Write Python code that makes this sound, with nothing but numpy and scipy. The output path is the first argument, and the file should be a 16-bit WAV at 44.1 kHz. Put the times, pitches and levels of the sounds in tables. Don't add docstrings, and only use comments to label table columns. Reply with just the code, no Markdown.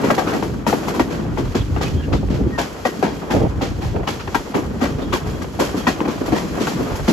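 import sys
import numpy as np
from scipy import signal
from scipy.fft import rfft, irfft, next_fast_len
from scipy.io import wavfile
from scipy.ndimage import map_coordinates

SR = 44100
rng = np.random.default_rng(int(sys.argv[2]) if len(sys.argv) > 2 else 0)


def pcm_store(signal):
    levels = np.round(np.clip(np.atleast_2d(signal), -1, 1) * 32767)
    wavfile.write(sys.argv[1], SR, levels.astype(np.int16).T)


N = 313992
TIME = np.arange(N) / SR

# start_s, clack_db, clack_hz, rise_s, ring_t60_s, thud_db, hiss_db, hiss_tilt_db, pan_db
KNOCKS = [(0.032, -20, 855, 0.0079, 0.21, -25.5, -38, -1, 4.5),
          (0.101, -14, 750, 0.0036, 0.062, -30, -36.5, 2, 2),
          (0.178, -16.5, 800, 0.0032, 0.14, -26, -35, -2, 5),
          (0.263, -23, 874, 0.0083, .28, -25.5, -40, -2, 0.5),
          (0.323, -26, 920, 0.0074, .32, -22, -40, 1, 1),
          (0.425, -24.5, 750, 0.0011, 0.18, -26, -42, 1, 8.5),
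          (0.665, -20.5, 890, 0.0018, 0.3, -19.5, -31, 3, 8),
          (0.726, -18.5, 760, 0.0015, 0.14, -17.5, -52, 0, 4),
          (0.872, -24.5, 820, .011, 0.069, -31, -37.5, 4, 4),
          (0.938, -28.5, 890, 0.0025, 0.32, -24.5, -43, 6, 3),
          (0.994, -16.5, 754, 0.00298, 0.088, -15.5, -35.5, -1, 3),
          (1.095, -31, 796, 0.0096, 0.33, -27.5, -41.5, -5, 3),
          (1.373, -26.5, 850, .0016, 0.21, -21, -40.5, -3, 6),
          (1.546, -26, 720, 0.0017, 0.15, -17.5, -34, -6, 2),
          (1.762, -26, 730, 0.0013, 0.22, -25.5, -48.5, -6, 5),
          (1.809, -23.5, 775, 0.0019, 0.32, -28.5, -32.5, -4, 1),
          (2.122, -28, 1090, 0.0047, 0.16, -18, -37.5, -8, 4),
          (2.296, -40, 940, 0.0032, 0.27, -30, -43.5, -10, 0),
          (2.331, -45, 1000, 0.0069, 0.18, -30, -45.5, -3, -1),
          (2.578, -19.5, 940, 0.0055, 0.21, -24, -32, -3.5, 3),
          (2.851, -17.5, 810, 0.002, 0.13, -23, -35, 0, 3),
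          (3.026, -15, 646, 0.0014, 0.27, -17.5, -36.5, -9, 4.5),
          (3.301, -21.5, 940, .004, 0.3, -21, -35.5, -1, 3),
          (3.61, -23.5, 820, 0.00387, 0.24, -20.5, -34, -6, 0),
          (3.779, -42, 697, 0.0024, 0.087, -36, -59, 0, 2),
          (3.805, -31, 815, 0.0096, 0.36, -33.5, -42.5, -4, 0),
          (3.962, -30.5, 650, .002, .05, -32, -60, 0, -2), (4.031, -36.5, 800, 0.0022, .04, -40, -60, 0, 0),
          (4.067, -23, 1070, 0.0075, 0.24, -24.5, -33.5, -3, 1),
          (4.19, -34, 1060, 0.0076, 0.12, -44, -43.5, -7, 2),
          (4.274, -30.5, 930, .003, 0.035, -32.5, -63, -5, 2.5),
          (4.345, -19.5, 1040, 0.00213, 0.1, -22, -35, 2.5, 5),
          (4.539, -21, 800, 0.0063, 0.24, -16.5, -39.5, 1.5, 1.5),
          (4.8, -22.5, 890, 0.019, 0.26, -16, -37, -2, 4.5),
          (4.974, -46, 610, 0.0066, 0.23, -26, -53, -13, -3),
          (5.012, -45, 1400, .008, 0.091, -26, -52, -10, 0),
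          (5.123, -21, 1050, .006, 0.16, -20.5, -31.5, -1, 3),
          (5.251, -34.5, 760, 0.0076, 1, -32.5, -48, 3, -1),
          (5.417, -38, 1080, 0.0019, 0.077, -36, -43.5, 1, 8),
          (5.59, -15.5, 725, 0.0042, 0.29, -17.5, -30, 0.5, 2),
          (5.762, -38, 1010, 0.0049, 0.2, -35, -38, 0, 1),
          (5.868, -16, 990, 0.0018, 0.17, -15.5, -29, -4, 2.5),
          (6.004, -25.5, 820, 0.00067, 0.14, -18.5, -48, -2, 6),
          (6.047, -27.5, 800, 0.0033, 0.087, -25.5, -52, 0, 2),
          (6.076, -28.5, 840, 0.0017, 0.13, -19.5, -41, -5, 2),
          (6.098, -29, 900, .002, 0.47, -30, -42, -1, 0), (6.204, -40, 650, 0.0029, 0.1, -23, -64, 0, -6),
          (6.252, -35, 940, 0.0054, 0.24, -40, -40.5, 3, 2),
          (6.279, -29.5, 670, .0021, 0.042, -22.5, -55, 0, 5),
          (6.321, -23.5, 687, .0014, 0.14, -14, -38, -6, 5),
          (6.342, -23.5, 835, .019, 0.22, -29, -37, 0, 2), (6.596, -35, 870, 0.0096, 0.24, -20, -34, -4, 5),
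          (6.669, -27, 1010, 0.003, .24, -32, -36, -2, 11), (6.775, -49, 650, .02, .24, -21, -55, 13, -2),
          (6.951, -36, 905, .0018, .12, -52, -41, 6, 4),
          (7.076, -23.5, 1080, 0.0026, 0.24, -11, -29.5, -2, 3)]
# start_s, low_db, low_hz, high_db, high_hz
WHEEL_CLANGS = [(0.101, -28, 515, -29, 1610), (.18, -21.5, 515, -33, 1140), (.335, -37, 1320, -34, 1912),
                (0.424, -25, 450, -38, 935), (.665, -25, 935, -35, 1900), (.995, -21.5, 980, -32, 1912),
                (2.583, -42, 935, -41, 1330), (2.852, -21.5, 730, -24.5, 1912), (3.026, -22, 515, -30, 745),
                (4.074, -31, 1140, -33, 2930), (4.346, -24.5, 945, -23, 1640), (4.83, -34, 730, -36, 1912),
                (5.128, -28, 1140, -34, 3290), (5.598, -27, 510, -49, 1912), (5.872, -25, 1330, -25, 1890),
                (5.419, -43, 1140, -42, 1610), (6.67, -36, 935, -27, 1340)]
# pitch_hz, level_db, t60_s
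WHEEL_MODES = [(455, -2, .1), (515, -2, .09), (730, -2, .08), (935, 0, .08), (1140, -3, .06),
               (1330, -5, .04), (1615, -5, .06), (1908, -5, .13), (2280, -6, .06), (2490, -6, .05),
               (2950, -6, .035), (3290, -7, .1)]
# time_s, rumble_db, roar_db, rail_hiss_db
RIDE_LEVELS = [(0.0, -18, -22.5, -36), (0.26, -25, -26.5, -37), (0.46, -24.5, -32.5, -45.5),
               (0.54, -25.5, -33.5, -42.5), (0.63, -26.5, -33.5, -49), (0.85, -25, -26, -35.5),
               (1.31, -25.5, -33, -45.5), (1.48, -34.5, -33, -42), (1.92, -25.5, -37, -43.5),
               (2.27, -27, -37, -45), (2.45, -20.5, -34, -45.5), (2.74, -38, -33, -41),
               (3.11, -29, -33, -40.5), (3.55, -31, -31, -47), (3.88, -31.5, -36, -43.5),
               (4.02, -37, -33, -48), (4.42, -35.5, -35, -37.5), (4.75, -28, -32.5, -45.5),
               (5.3, -29.5, -32, -41.5), (5.52, -33, -35, -44), (5.81, -29, -27.5, -38.5),
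               (6.09, -30, -32, -43.5), (6.23, -29, -31, -42.5), (6.68, -24, -26.5, -32.5),
               (6.82, -22.5, -27, -37.5), (7.12, -42, -30.5, -35.5)]
# time_s, level_db
WIND_LEVELS = [(0.0, -41), (0.02, -42), (0.4, -37.5), (0.52, -29), (0.89, -36.5), (0.99, -30), (1.15, -41),
               (1.27, -26), (2.34, -21.5), (2.75, -40), (3.31, -36), (3.35, -26), (3.73, -26.5),
               (3.98, -28), (4.28, -35.5), (5.39, -27), (5.43, -34.5), (6.58, -32.5), (6.68, -36.5),
               (6.82, -27), (6.88, -45), (6.92, -30), (7.12, -35)]
# start_s, length_s, level_db, pan_db
MIC_GUSTS = [(1.941, 0.034, -27, -2), (2.064, 0.11, -23, -1), (2.226, 0.025, -23, -4),
             (2.304, 0.13, -24.5, 0), (3.327, 0.11, -17, -5), (3.427, 0.052, -18, -6), (3.925, .1, -22, -6)]
# start_s, length_s, start_hz, end_hz, level_db, scrape_share
FLANGE_SQUEAKS = [(1.552, 0.088, 3350, 3360, -40.5, 0.6), (1.849, .035, 2500, 2540, -36, 0.55),
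                  (1.944, 0.086, 3260, 3170, -46, 0.34), (1.977, .11, 1690, 1665, -43, 0.6),
                  (2.019, 0.041, 2850, 2660, -42, 0.7), (2.154, 0.046, 3600, 3600, -51, 0.3),
                  (2.511, 0.07, 1890, 1840, -35.5, 0), (4.994, .071, 3570, 3400, -45, 1)]

# frequency_hz, level_db
CLACK_SPECTRUM = [(150, -21.5), (350, 0), (600, 5), (1000, -0.5), (1600, -6), (2400, -11), (4000, -22.5),
                  (7000, -42), (14000, -67)]
HISS_SPECTRUM = [(500, -19), (1200, 3.5), (2800, 1), (3300, 1), (3700, -3), (4200, 0), (6500, -2),
                 (8000, -4), (9200, -14.5), (11000, -7.5), (13200, -13), (15500, -29)]
TREAD_SPECTRUM = [(100, -16), (400, 11.5), (700, 4.5), (1200, 1), (1800, -6), (2600, -15.5), (5000, -32),
                  (14000, -75)]
RUMBLE_SPECTRUM = [(30, -33.5), (90, -8), (170, 3), (300, 1), (450, -7), (800, -27.5), (2000, -38),
                   (10000, -76)]
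WIND_SPECTRUM = [(20, -37), (35, -9.5), (52, 3), (80, 2.5), (130, 0), (250, -12), (500, -25.5), (1200, -61),
                 (10000, -83)]
GUST_SPECTRUM = [(30, -28), (60, 9.5), (130, -1), (250, 0), (450, -1.5), (900, -28.5), (2500, -58),
                 (10000, -82)]
FLUTTER_SPECTRUM = [(200, -10), (450, 0), (850, -9.5), (1300, -34), (2500, -33), (10000, -90)]

# frequency_hz, correlation
PORT_LIKENESS = [(40, .92), (120, .7), (300, .7), (600, .36), (2000, .22), (5000, .28), (7000, .5),
                 (8600, .99), (9600, .99), (10800, .66), (12200, .95), (14000, .7)]
# frequency_hz, pan_db
PORT_BALANCE = [(120, 0), (300, .8), (700, 1.1), (1700, 1.3), (2100, .3), (2600, -4.2), (4200, -3),
                (5400, -1.4), (6000, 0), (7500, 1.8), (8300, 0)]
# frequency_hz, left_lead_rad
PORT_PHASE = [(1400, 0), (2000, 2), (2700, -.4), (6700, 0), (8400, 2.9), (9600, 3.3), (11400, 6.2),
              (13700, 6.3)]

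USUAL_CLACK_HZ, BRIGHTENING = 847, 1.7
THUD_HZ, USUAL_THUD_DB, SAG_OCTAVES_PER_DB = 286.4, -21, 0.025
CLANG_FOCUS_DB, CHATTER_FOCUS_DB = 60, 8
DULLING, NEUTRAL_WIND_DB = 0.11, -48


def knocks():
    out, t = np.zeros((2, N)), np.arange(SR // 2) / SR
    for start, clack_db, clack_hz, rise, t60, thud_db, hiss_db, tilt_db, pan_db in KNOCKS:
        sag_octaves = SAG_OCTAVES_PER_DB * (USUAL_THUD_DB - thud_db)
        thud_hz = THUD_HZ * 2 ** sag_octaves * (1 + 0.049 * rng.standard_normal())
        lag_s = 0.00313 + .7 * rise
        add(out, start, pan(pan_db) * set_onset(clack(t, clack_hz, rise, t60), clack_db))
        add(out, start + lag_s, pan(.4 * pan_db) * set_onset(thud(t, thud_hz, t60), thud_db + 1.33))
        add(out, start, set_onset(hiss(t, rise, 1.56 * t60, tilt_db), hiss_db + 5))
    return out


def clack(t, hz, rise, t60):
    hardness = .004 / (rise + .002)
    first_contact = undb(11) * hardness * swell(t, rise / 2, t60=0.0077)
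    contact = swell(t, rise, t60) + first_contact
    force = noise(len(t)) * contact * undb(2.5 * wander(300, len(t)))
    shift = (hz / USUAL_CLACK_HZ) ** BRIGHTENING
    rail = colour(force, [(f * shift, db) for f, db in CLACK_SPECTRUM])
    rail = underframe_echoes(rail + undb(-17) * resonate(rail, hz, q=2.5))
    snap = np.sin(2 * np.pi * hz * t) * swell(t, rise=.001, t60=.022)
    ring = wheel_ring(noise(len(t)) * contact, favoured_hz=1630)
    return unit(rail) + undb(-10) * hardness * unit(snap) + undb(-14) * ring


def underframe_echoes(x):
    earliest_s, latest_s = .0006, .003
    echoes = np.zeros(int(latest_s * SR) + 1)
    echoes[0] = 1
    echoes[(rng.uniform(earliest_s, latest_s, size=4) * SR).astype(int)] = undb(-8)
    return signal.fftconvolve(x, echoes[None])[:, :x.shape[-1]]


def thud(t, hz, t60):
    spring_hz = hz * (1 + 0.014 * rng.standard_normal())
    springs = np.sin(2 * np.pi * spring_hz * t) * swell(t, 0.0017, min(t60, .07))
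    push = noise(len(t)) * swell(t, 0.0027, t60)
    boom = resonate(resonate(push, hz, q=1.0), hz, q=0.99)
    return undb(-7.5) * unit(springs) + unit(boom)


def hiss(t, rise, t60, tilt_db):
    linger = undb(-32) * swell(t, rise=0.048, t60=0.77)
    shake = swell(t, rise + 0.0044, t60) + linger
    grit = colour(noise(len(t)) * shake * undb(1.26 * wander(178.7, len(t))), HISS_SPECTRUM)
    ring = resonate(noise(len(t)) * shake, 3200 * (1 + .04 * rng.standard_normal()), q=35)
    return unit(colour(grit, [(4000, 0), (11000, tilt_db)])) + undb(-17) * unit(ring)


def clangs():
    out, t = np.zeros((2, N)), np.arange(SR // 3) / SR
    for start, low_db, low_hz, high_db, high_hz in WHEEL_CLANGS:
        for db, hz in (low_db, low_hz), (high_db, high_hz):
            push = rng.standard_normal(len(t)) * swell(t, rise=.001, t60=.022)
            add(out, start, pan(3) * set_onset(wheel_ring(push, hz, CLANG_FOCUS_DB), db))
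    return out


def wheel_ring(force, favoured_hz, focus_db=CHATTER_FOCUS_DB):
    out = 0
    for hz, db, t60 in WHEEL_MODES:
        strike, detune = rng.standard_normal(2)
        mode = resonate(force, hz * (1 + .008 * detune), q=np.pi * hz * t60 / np.log(1000))
        octaves_away = abs(np.log2(hz / favoured_hz))
        out = out + unit(mode) * undb(db + 3 * strike - focus_db * octaves_away)
    return unit(out)


def rolling():
    times, *levels = np.transpose(RIDE_LEVELS)
    rumble_db, roar_db, hiss_db = (np.interp(TIME, times, level) for level in levels)
    rumble = unit(colour(noise(N) * undb(2.17 * wander(45)), RUMBLE_SPECTRUM))
    bumps = unit(resonate(colour(jolts(per_s=16, t60=0.039), RUMBLE_SPECTRUM), 266, q=2.9))
    underframe = undb(0.5) * rumble + undb(-4) * bumps
    roar = tread_roar()
    flicker = noise(N) * undb(1.3 * wander(22))
    grit = undb(-7) * unit(jolts(per_s=76, t60=0.045))
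    rail_hiss = unit(colour(flicker + grit, HISS_SPECTRUM))
    return undb(rumble_db) * underframe + undb(roar_db + 1.5) * roar + undb(hiss_db - 0.5) * rail_hiss


def tread_roar():
    roughness = noise(N) * undb(2 * wander(55) + 0.81 * wander(9.4))
    roar = unit(colour(roughness, TREAD_SPECTRUM))
    rattle = unit(colour(jolts(per_s=34, t60=0.023), CLACK_SPECTRUM))
    singing = wheel_ring(noise(N), favoured_hz=1720)
    high_ring = wheel_ring(noise(N) * undb(5 * wander(9)), favoured_hz=3290, focus_db=CLANG_FOCUS_DB)
    return undb(-1.33) * roar + undb(-12.5) * rattle + undb(-21) * singing + undb(-26.5) * high_ring


def slipstream(wind_db):
    out = unit(colour(noise(N) * undb(3.2 * wander(28)), WIND_SPECTRUM)) * undb(wind_db + 4)
    for start, length, db, pan_db in MIC_GUSTS:
        size = int(length * SR)
        eddies = noise(size) * signal.windows.tukey(size, .4) * undb(3.5 * wander(91.4, size))
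        thump = unit(colour(eddies, GUST_SPECTRUM)) * undb(db)
        flutter = unit(colour(eddies, FLUTTER_SPECTRUM)) * undb(2 * db + 16)
        add(out, start, thump + pan(pan_db) * flutter)
    return out


def flange_squeaks():
    out = np.zeros((2, N))
    for start, length, start_hz, end_hz, db, rough in FLANGE_SQUEAKS:
        size = int(length * SR)
        hz = np.linspace(start_hz, end_hz, size) * (1 + .007 * wander(400, size))
        arch = np.sin(np.pi * np.linspace(0, 1, size) ** 1.3)
        grip = arch * undb(3.8 * rough * wander(170, size))
        note = unit(np.sin(2 * np.pi * np.cumsum(hz) / SR))
        scrape = unit(resonate(noise(size), start_hz, q=12))
        add(out, start, undb(db) * unit(grip * ((1 - rough) * note + rough * scrape)))
    return out


def jolts(per_s, t60):
    moment, strength = rng.random((2, N))
    impulses = (moment < per_s / SR) * undb(-3 * np.log(strength + 0.011))
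    t = np.arange(SR // 8) / SR
    return noise(N) * signal.fftconvolve(impulses, swell(t, 0.0016, t60))[:N]


def noise(size):
    even = next_fast_len(size // 2 + 1) * 2
    likeness = np.clip(on_bins(PORT_LIKENESS, even), 0, 1)
    mid, side = rfft(rng.standard_normal((2, even))) * np.sqrt([1 + likeness, 1 - likeness])
    return unit(irfft([mid + side, mid - side])[:, :size])


def wander(rate_hz, size=N):
    steps = rng.standard_normal(4096)
    return map_coordinates(steps, [np.arange(size) * rate_hz / SR], order=2, mode="wrap")


def swell(t, rise, t60):
    return (1 - np.exp(-(t / rise) ** 2)) * np.exp(-np.log(1000) * t / t60)


def colour(x, spectrum):
    size = next_fast_len(x.shape[-1] // 2 + 1024) * 2
    cepstrum = irfft(np.log(undb(on_bins(spectrum, size))))
    cepstrum[1:size // 2] *= 2
    cepstrum[size // 2 + 1:] = 0
    return irfft(rfft(x, size) * np.exp(rfft(cepstrum)))[..., :x.shape[-1]]


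def on_bins(points, size):
    hz, value = np.transpose(points)
    return np.interp(np.log(np.arange(size // 2 + 1) * SR / size + 1), np.log(hz), value)


def resonate(x, hz, q):
    return signal.lfilter(*signal.iirpeak(min(hz, SR / 3), max(q, .5), SR), x)


def undb(db):
    return 10 ** (np.asarray(db) / 20)


def unit(x):
    return x / np.sqrt(np.mean(x ** 2) + 1e-20)


def pan(db):
    return undb(np.array([[db], [-db]]) / 2)


def set_onset(x, db):
    return x * undb(db) / np.sqrt(np.mean(x[..., :int(.04 * SR)] ** 2))


def add(out, start_s, sound):
    start = max(int(start_s * SR), 0)
    out[:, start:start + sound.shape[-1]] += sound[..., :max(N - start, 0)]


def scene():
    wind_db = np.interp(TIME, *np.transpose(WIND_LEVELS))
    top_db = -DULLING * (wind_db - NEUTRAL_WIND_DB)
    train = knocks() + clangs() + rolling()
    top = signal.sosfiltfilt(signal.butter(2, 8000, "high", fs=SR, output="sos"), train)
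    return train + (undb(top_db) - 1) * top + slipstream(wind_db) + flange_squeaks()


def record(dry):
    size = next_fast_len(N // 2 + 1024) * 2
    left = undb(on_bins(PORT_BALANCE, size) / 2) * np.exp(.5j * on_bins(PORT_PHASE, size))
    ports = irfft(rfft(dry, size) * np.array([left, 1 / left]))[:, :N]
    rounded = np.tanh(0.74 * ports) / 0.84
    return signal.sosfilt(signal.ellip(8, .2, 70, 14400, fs=SR, output="sos"), rounded)


dry = scene()
out = record(dry)
pcm_store(out)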